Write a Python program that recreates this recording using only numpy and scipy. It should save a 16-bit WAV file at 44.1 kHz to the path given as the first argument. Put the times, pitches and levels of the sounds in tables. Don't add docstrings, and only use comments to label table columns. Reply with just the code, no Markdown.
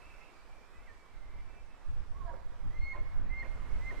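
import sys
import numpy as np
from scipy import signal
from scipy.fft import rfft, irfft, next_fast_len
from scipy.io import wavfile
from scipy.ndimage import uniform_filter1d, map_coordinates

SR = 44100
rng = np.random.default_rng(int(sys.argv[2]) if len(sys.argv) > 2 else 0)


def transcribe(signal):
    frames = np.atleast_2d(signal).T
    limited = np.clip(frames, -1, 1)
    pcm = np.round(limited * 32767).astype(np.int16)
    wavfile.write(sys.argv[1], SR, pcm)


N = 176400


def whistles():
    # (time [s], pitch [Hz], level [dB], octave overtone against the tone [dB])
    whistle_curves = [
        [(2.7, 1904, -66, -28), (2.745, 2060, -65, -29), (2.778, 2077, -52, -27), (2.802, 2105, -66, -3),
         (2.822, 2129, -49, -19), (2.848, 2155, -48, -13), (2.875, 2170, -43.5, -30), (2.925, 2144, -40, -31.5),
         (2.94, 2190, -50, -15)],
        [(3.26, 1850, -58, -22), (3.288, 1960, -71, -26.5), (3.31, 2070, -50, -39), (3.34, 2085, -44, -46),
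         (3.372, 2117, -44, -33), (3.4, 2137, -41, -19.5), (3.427, 2087, -42, -35)],
        [(3.785, 1957, -75, -25), (3.815, 2010, -56, -28), (3.84, 2055, -52.5, -32), (3.875, 2085, -44, -32),
         (3.898, 2107, -41.5, -32), (3.912, 2100, -45, -32)],
    ]
    third_levels = [-37, -50, -48]
    # (time [s], level [dB])
    squeaks = [(2.943, -50.5), (3.432, -43.5), (3.912, -44.5)]
    out = np.zeros(N)
    for rows, third_db in zip(whistle_curves, third_levels):
        hz, db, octave_db = curves(rows)
        level = amp(db + 0.5 * wobble(60)) * gate(rows[0][0], rows[-1][0], fade=0.006)
        phase = phase_of(hz, jitter=0.0021)
        octave = amp(octave_db + 1.6 * wobble(50)) * np.sin(2 * phase)
        third = amp(third_db) * level / level.max() * np.sin(3 * phase)
        out += level * (np.sin(phase) + octave + third)
    squeak_hz, fall_hz_per_s = 1889, 4100
    for peak, db in squeaks:
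        hz = squeak_hz - fall_hz_per_s * np.clip(clock() - peak, -0.02, 0.02)
        out += amp(db) * swell(peak, 0.0052, 0.0052) * np.sin(phase_of(hz, jitter=0.0039))
    return np.sqrt(2) * out


def grunts():
    # (peak time [s], rasp level [dB], pulse rate [Hz], tone level [dB])
    grunt_list = [(2.963, -50, 170, -51.5), (3.454, -49.5, 185, -59.5), (3.928, -53, 175, -60)]
    out = np.zeros(N)
    for peak, rasp_db, pulse_hz, tone_db in grunt_list:
        upper = swell(peak - 0.006, 0.027, 0.027) * np.sin(phase_of(hz=1030, jitter=0.023))
        lower = swell(peak + 0.013, 0.027, 0.026) * np.sin(phase_of(hz=610, jitter=0.0474))
        tones = np.sqrt(2) * amp(tone_db) * (upper + amp(-4.5) * lower)
        out += tones + rasp(peak, rasp_db, pulse_hz, rise=0.026, fall=0.025)
    return out


def honk():
    # (time [s], pitch [Hz], level [dB])
    high_curve = [(2.143, 1080, -72), (2.162, 1096, -56), (2.188, 1149, -61.5), (2.218, 1076, -50.5),
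                  (2.247, 1073, -58), (2.275, 998, -58), (2.297, 964, -46.5), (2.318, 947, -54),
                  (2.36, 930, -61)]
    low_curve = [(2.245, 699, -65), (2.272, 687.5, -48.5), (2.295, 684, -46.5), (2.31, 657, -51),
                 (2.318, 520, -69), (2.34, 523, -49), (2.37, 512, -67)]
    # (peak time [s], level [dB], pulse rate [Hz])
    last_rasp = (2.333, -53.5, 190)
    high, high_phase = voice(high_curve, jitter=0.019)
    low, low_phase = voice(low_curve, jitter=0.012)
    sum_tone = amp(-5) * high * low / low.max() * np.sin(high_phase + low_phase)
    ending = rasp(*last_rasp, rise=0.05, fall=0.05)
    dull_ending = filtered(ending, lambda hz: 1 / (1 + (hz / 1900) ** 10))
    return high * np.sin(high_phase) + low * np.sin(low_phase) + sum_tone + dull_ending


def rasp(peak, db, pulse_hz, rise, fall):
    # (frequency [Hz], gain [dB])
    throat = [(120, -32), (300, 1), (450, -4.5), (600, 3), (800, -5), (1030, 0.5), (1250, -7), (1520, -7),
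              (2300, -12), (4000, -36), (9000, -57), (15000, -68)]
    pulses = 1 + np.cos(phase_of(pulse_hz, jitter=0.121))
    breath = pulses * rng.standard_normal(N)
    return amp(db) * swell(peak, rise, fall) * unit(coloured(breath, throat))


def far_elk():
    # (time [s], pitch [Hz], level [dB])
    squeal = [(.735, 1964, -73), (.768, 2008, -62.5), (.795, 2004, -65), (.812, 2080, -75),
              (.866, 2190, -62), (.878, 2010, -60), (.889, 1847, -56), (.908, 1793, -57), (.933, 1810, -70)]
    # (start [s], length [s], first pitch [Hz], last pitch [Hz], level [dB], wavering share)
    notes = [(-.01, 0.146, 2613, 2660, -64, .8), (0.117, 0.17, 2625, 2580, -68.5, 0.84),
             (0.207, 0.1, 2662, 2740, -67, 0.95), (0, 0.36, 2310, 2270, -73.5, 1.04),
             (0.301, 0.42, 2298, 2350, -73, 0.7), (.327, 0.5, 2460, 2520, -77, 0.5),
             (.7, 0.21, 2520, 2675, -74.5, 0.5), (0.775, 0.42, 2310, 2272, -71.5, 0.7),
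             (1.102, 0.18, 2085, 2080, -68.5, 0.44), (1.267, .18, 2076, 2084, -68, 0.55),
             (1.277, .17, 2280, 2320, -70, .7), (1.419, 0.19, 2300, 2350, -70, 0.6),
             (1.463, 0.19, 2625, 2620, -73.5, 0.6), (1.662, 0.23, 2610, 2630, -78, 0.5)]
    # (start [s], end [s], level [dB])
    hoarseness = (0, .32, -67)
    # (frequency [Hz], gain [dB])
    far_throat = [(1500, -34), (2200, -6), (2600, -5.5), (2780, -6), (3200, -44), (6000, -70)]
    waver_rate, fade_s = 55, 0.021
    level, phase = voice(squeal, jitter=0.005)
    out = level * wavering(np.sin(phase), waver_rate, share=0.21)
    for start, length, first_hz, last_hz, db, share in notes:
        hz = np.interp(clock(), [start, start + length], [first_hz, last_hz])
        tone = wavering(np.sin(phase_of(hz, jitter=0.006)), waver_rate, share)
        out += np.sqrt(2) * amp(db) * gate(start, start + length, fade_s) * tone
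    start, end, db = hoarseness
    breath = unit(coloured(rng.standard_normal(N), far_throat))
    return out + amp(db) * gate(start, end, fade_s) * breath


def echoes(x):
    # (delay [s], level [dB], bass cut below [Hz])
    returns = [(.075, -22, 200), (.122, -19.5, 200), (.19, -19.5, 200), (.835, -13, 1500)]
    air_loss_db_per_s, flutter_rate = 21, 50
    out = np.zeros((2, N))
    for delay, db, cut_hz in returns:
        def path(hz):
            late = np.exp(-2j * np.pi * hz * delay)
            treble_loss = amp(-air_loss_db_per_s * delay * (hz / 4000) ** 2)
            bass_cut = 1 - 1 / (1 + (hz / cut_hz) ** 4)
            return late * treble_loss * bass_cut
        echo = filtered(x, path)
        out += amp(db) * np.array([wavering(echo, flutter_rate, share=0.95) for ear in range(2)])
    return out * unit(amp(4 * wobble(flutter_rate)))


def scatter(x):
    # (frequency [Hz], time to fade by 60 dB [s])
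    fade_times = [(200, 1), (2000, 0.99), (8000, 0.11)]
    hz, t, noise = signal.stft(rng.standard_normal((2, SR)), SR, nperseg=256)
    decay = amp(-60 * t / along(fade_times, hz)[:, None])
    tail = signal.istft(noise * decay, SR, nperseg=256)[1]
    return signal.fftconvolve(x[None], tail / np.linalg.norm(tail[0]), axes=1)[:, :N]


def wavering(x, rate, share):
    share = np.clip(share, 0, 1)
    fading = np.sqrt(1 - share) + np.sqrt(share / 2) * (wobble(rate) + 1j * wobble(rate))
    return np.real(signal.hilbert(x) * fading)


def gusts():
    # (time [s], level [dB])
    gust_curve = [(0, -52.5), (.1, -53.5), (.3, -61), (.7, -59.5), (.84, -54), (1.05, -60), (1.37, -46.5),
                  (1.78, -58.5), (1.9, -38.5), (2.1, -41.5), (2.3, -45.5), (2.56, -48), (2.66, -40),
                  (2.81, -38.5), (2.92, -42), (3.14, -38), (3.19, -34), (3.42, -42.5), (3.88, -36.5),
                  (4, -46)]
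    # (peak time [s], half-length [s], level [dB])
    swirls = [(1.386, .046, -68), (2, 0.031, -58.5), (2.207, 0.03, -60), (2.665, 0.041, -50),
              (3.234, 0.056, -50.5), (3.7, 0.43, -60.5)]
    # (frequency [Hz], gain [dB])
    gust_colour = [(8, 3), (20, 2), (32, 1), (50, -8.5), (80, -12), (130, -22), (200, -33), (400, -45),
                   (1000, -82)]
    swirl_colour = [(30, -12), (80, -2.5), (130, -3.5), (200, -11.5), (350, -23.5), (900, -72)]
    gust_level = amp(curves(gust_curve)[0] + 1.3 * wobble(16))
    swirl_level = sum(amp(db) * swell(peak, half, half) for peak, half, db in swirls)
    rumble = gust_level * rush(gust_colour, alike=-0.55, pan_db=-4.5, patchy_db=1.8)
    return rumble + swirl_level * rush(swirl_colour, alike=-0.72, pan_db=-4, patchy_db=3)


def breeze():
    # (time [s], level [dB])
    air_curve = [(0, -62), (.6, -63), (1.5, -63), (2.1, -62.5), (2.7, -61.5), (3.2, -60), (3.6, -57.5),
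                 (4, -56)]
    hiss_curve = [(0, -74.5), (.6, -76.5), (1.2, -78.5), (2.2, -78), (3.1, -78.5), (3.29, -81.5),
                  (3.42, -76.5), (3.7, -74.5), (4, -71.5)]
    # (frequency [Hz], gain [dB])
    air_colour = [(30, -11), (120, -2.5), (300, 0), (700, 0), (1150, 0), (1600, -4), (2300, -9),
                  (3000, -15.5), (4500, -25.5), (8000, -42)]
    hiss_colour = [(1000, -39), (3000, 2), (5300, 1.5), (6600, -3), (7800, -3), (10000, -9.5),
                   (13500, -13.5), (15000, -25)]
    air_level = amp(0.5 + curves(air_curve)[0] + 0.69 * wobble(9.4))
    hiss_level = amp(0.96 + curves(hiss_curve)[0])
    air = air_level * rush(air_colour, alike=0.63, pan_db=-5.5, patchy_db=1.27)
    return air + hiss_level * rush(hiss_colour, alike=0.041, pan_db=-1.4, patchy_db=1.43)


def rush(colour, alike, pan_db, patchy_db):
    noise = signal.stft(rng.standard_normal((2, N)), nperseg=512)[2]
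    patches = uniform_filter1d(rng.standard_normal(noise.shape[1:]), 5, axis=0)
    patches = uniform_filter1d(patches, 14, axis=1)
    pair = signal.istft(noise * amp(patchy_db * unit(patches)), nperseg=512)[1][:, :N]
    middle, side = coloured(pair, colour)
    width = np.arccos(alike) / 2
    ears = panned(np.cos(width) * middle + np.sin(width) * np.array([side, -side]), pan_db)
    return ears / ears.mean(0).std()


def voice(rows, jitter):
    hz, db = curves(rows)
    return np.sqrt(2) * amp(db) * gate(rows[0][0], rows[-1][0], fade=0.0047), phase_of(hz, jitter)


def phase_of(hz, jitter):
    return 2 * np.pi * np.cumsum(hz * (1 + jitter * wobble(140))) / SR


def swell(peak, rise, fall):
    t = clock() - peak
    return np.exp(-(t / np.where(t < 0, rise, fall)) ** 2)


def gate(start, end, fade):
    inside = np.minimum(clock() - start, end - clock())
    return np.sin(np.pi / 2 * np.clip(inside / fade, 0, 1)) ** 2


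def wobble(rate):
    return map_coordinates(rng.standard_normal(int(N * rate / SR) + 4), [clock() * rate])


def curves(rows):
    times, *columns = np.transpose(rows)
    return [np.interp(clock(), times, column) for column in columns]


def along(points, hz):
    frequencies, values = np.transpose(points)
    return np.interp(np.log(hz + 1), np.log(frequencies + 1), values)


def filtered(x, response):
    size = next_fast_len(N + SR // 2)
    return irfft(rfft(x, size) * response(np.fft.rfftfreq(size, 1 / SR)), size)[..., :N]


def coloured(x, colour):
    return filtered(x, lambda hz: amp(along(colour, hz)))


def panned(x, pan_db):
    gains = amp(np.array([[0.5], [-0.5]]) * pan_db)
    return x * gains / gains.mean(0)


def amp(db):
    return 10 ** (np.asarray(db) / 20)


def unit(x):
    return x / np.sqrt(np.mean(x ** 2) + 1e-20)


def clock():
    return np.arange(N) / SR


def scene():
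    # (frequency [Hz], gain [dB])
    hillside = [(520, 6), (700, 0.5), (1000, 3.5), (2200, 0.5), (4200, 12), (8000, -3)]
    # (frequency [Hz], left minus right [dB])
    lean = [(400, -9), (1000, -15), (2100, -5), (4300, -2.5), (8000, -10)]
    bull = whistles() + honk() + grunts()
    reflected = coloured(bull, hillside)
    far = far_elk()
    calls = bull + echoes(reflected) + amp(-18) * scatter(reflected)
    calls += far + amp(-9) * scatter(far)
    return filtered(calls, lambda hz: panned(0.8, along(lean, hz))) + gusts() + breeze()


def record(dry):
    return filtered(dry, lambda hz: hz < 14970)


dry = scene()
out = record(dry)
transcribe(out)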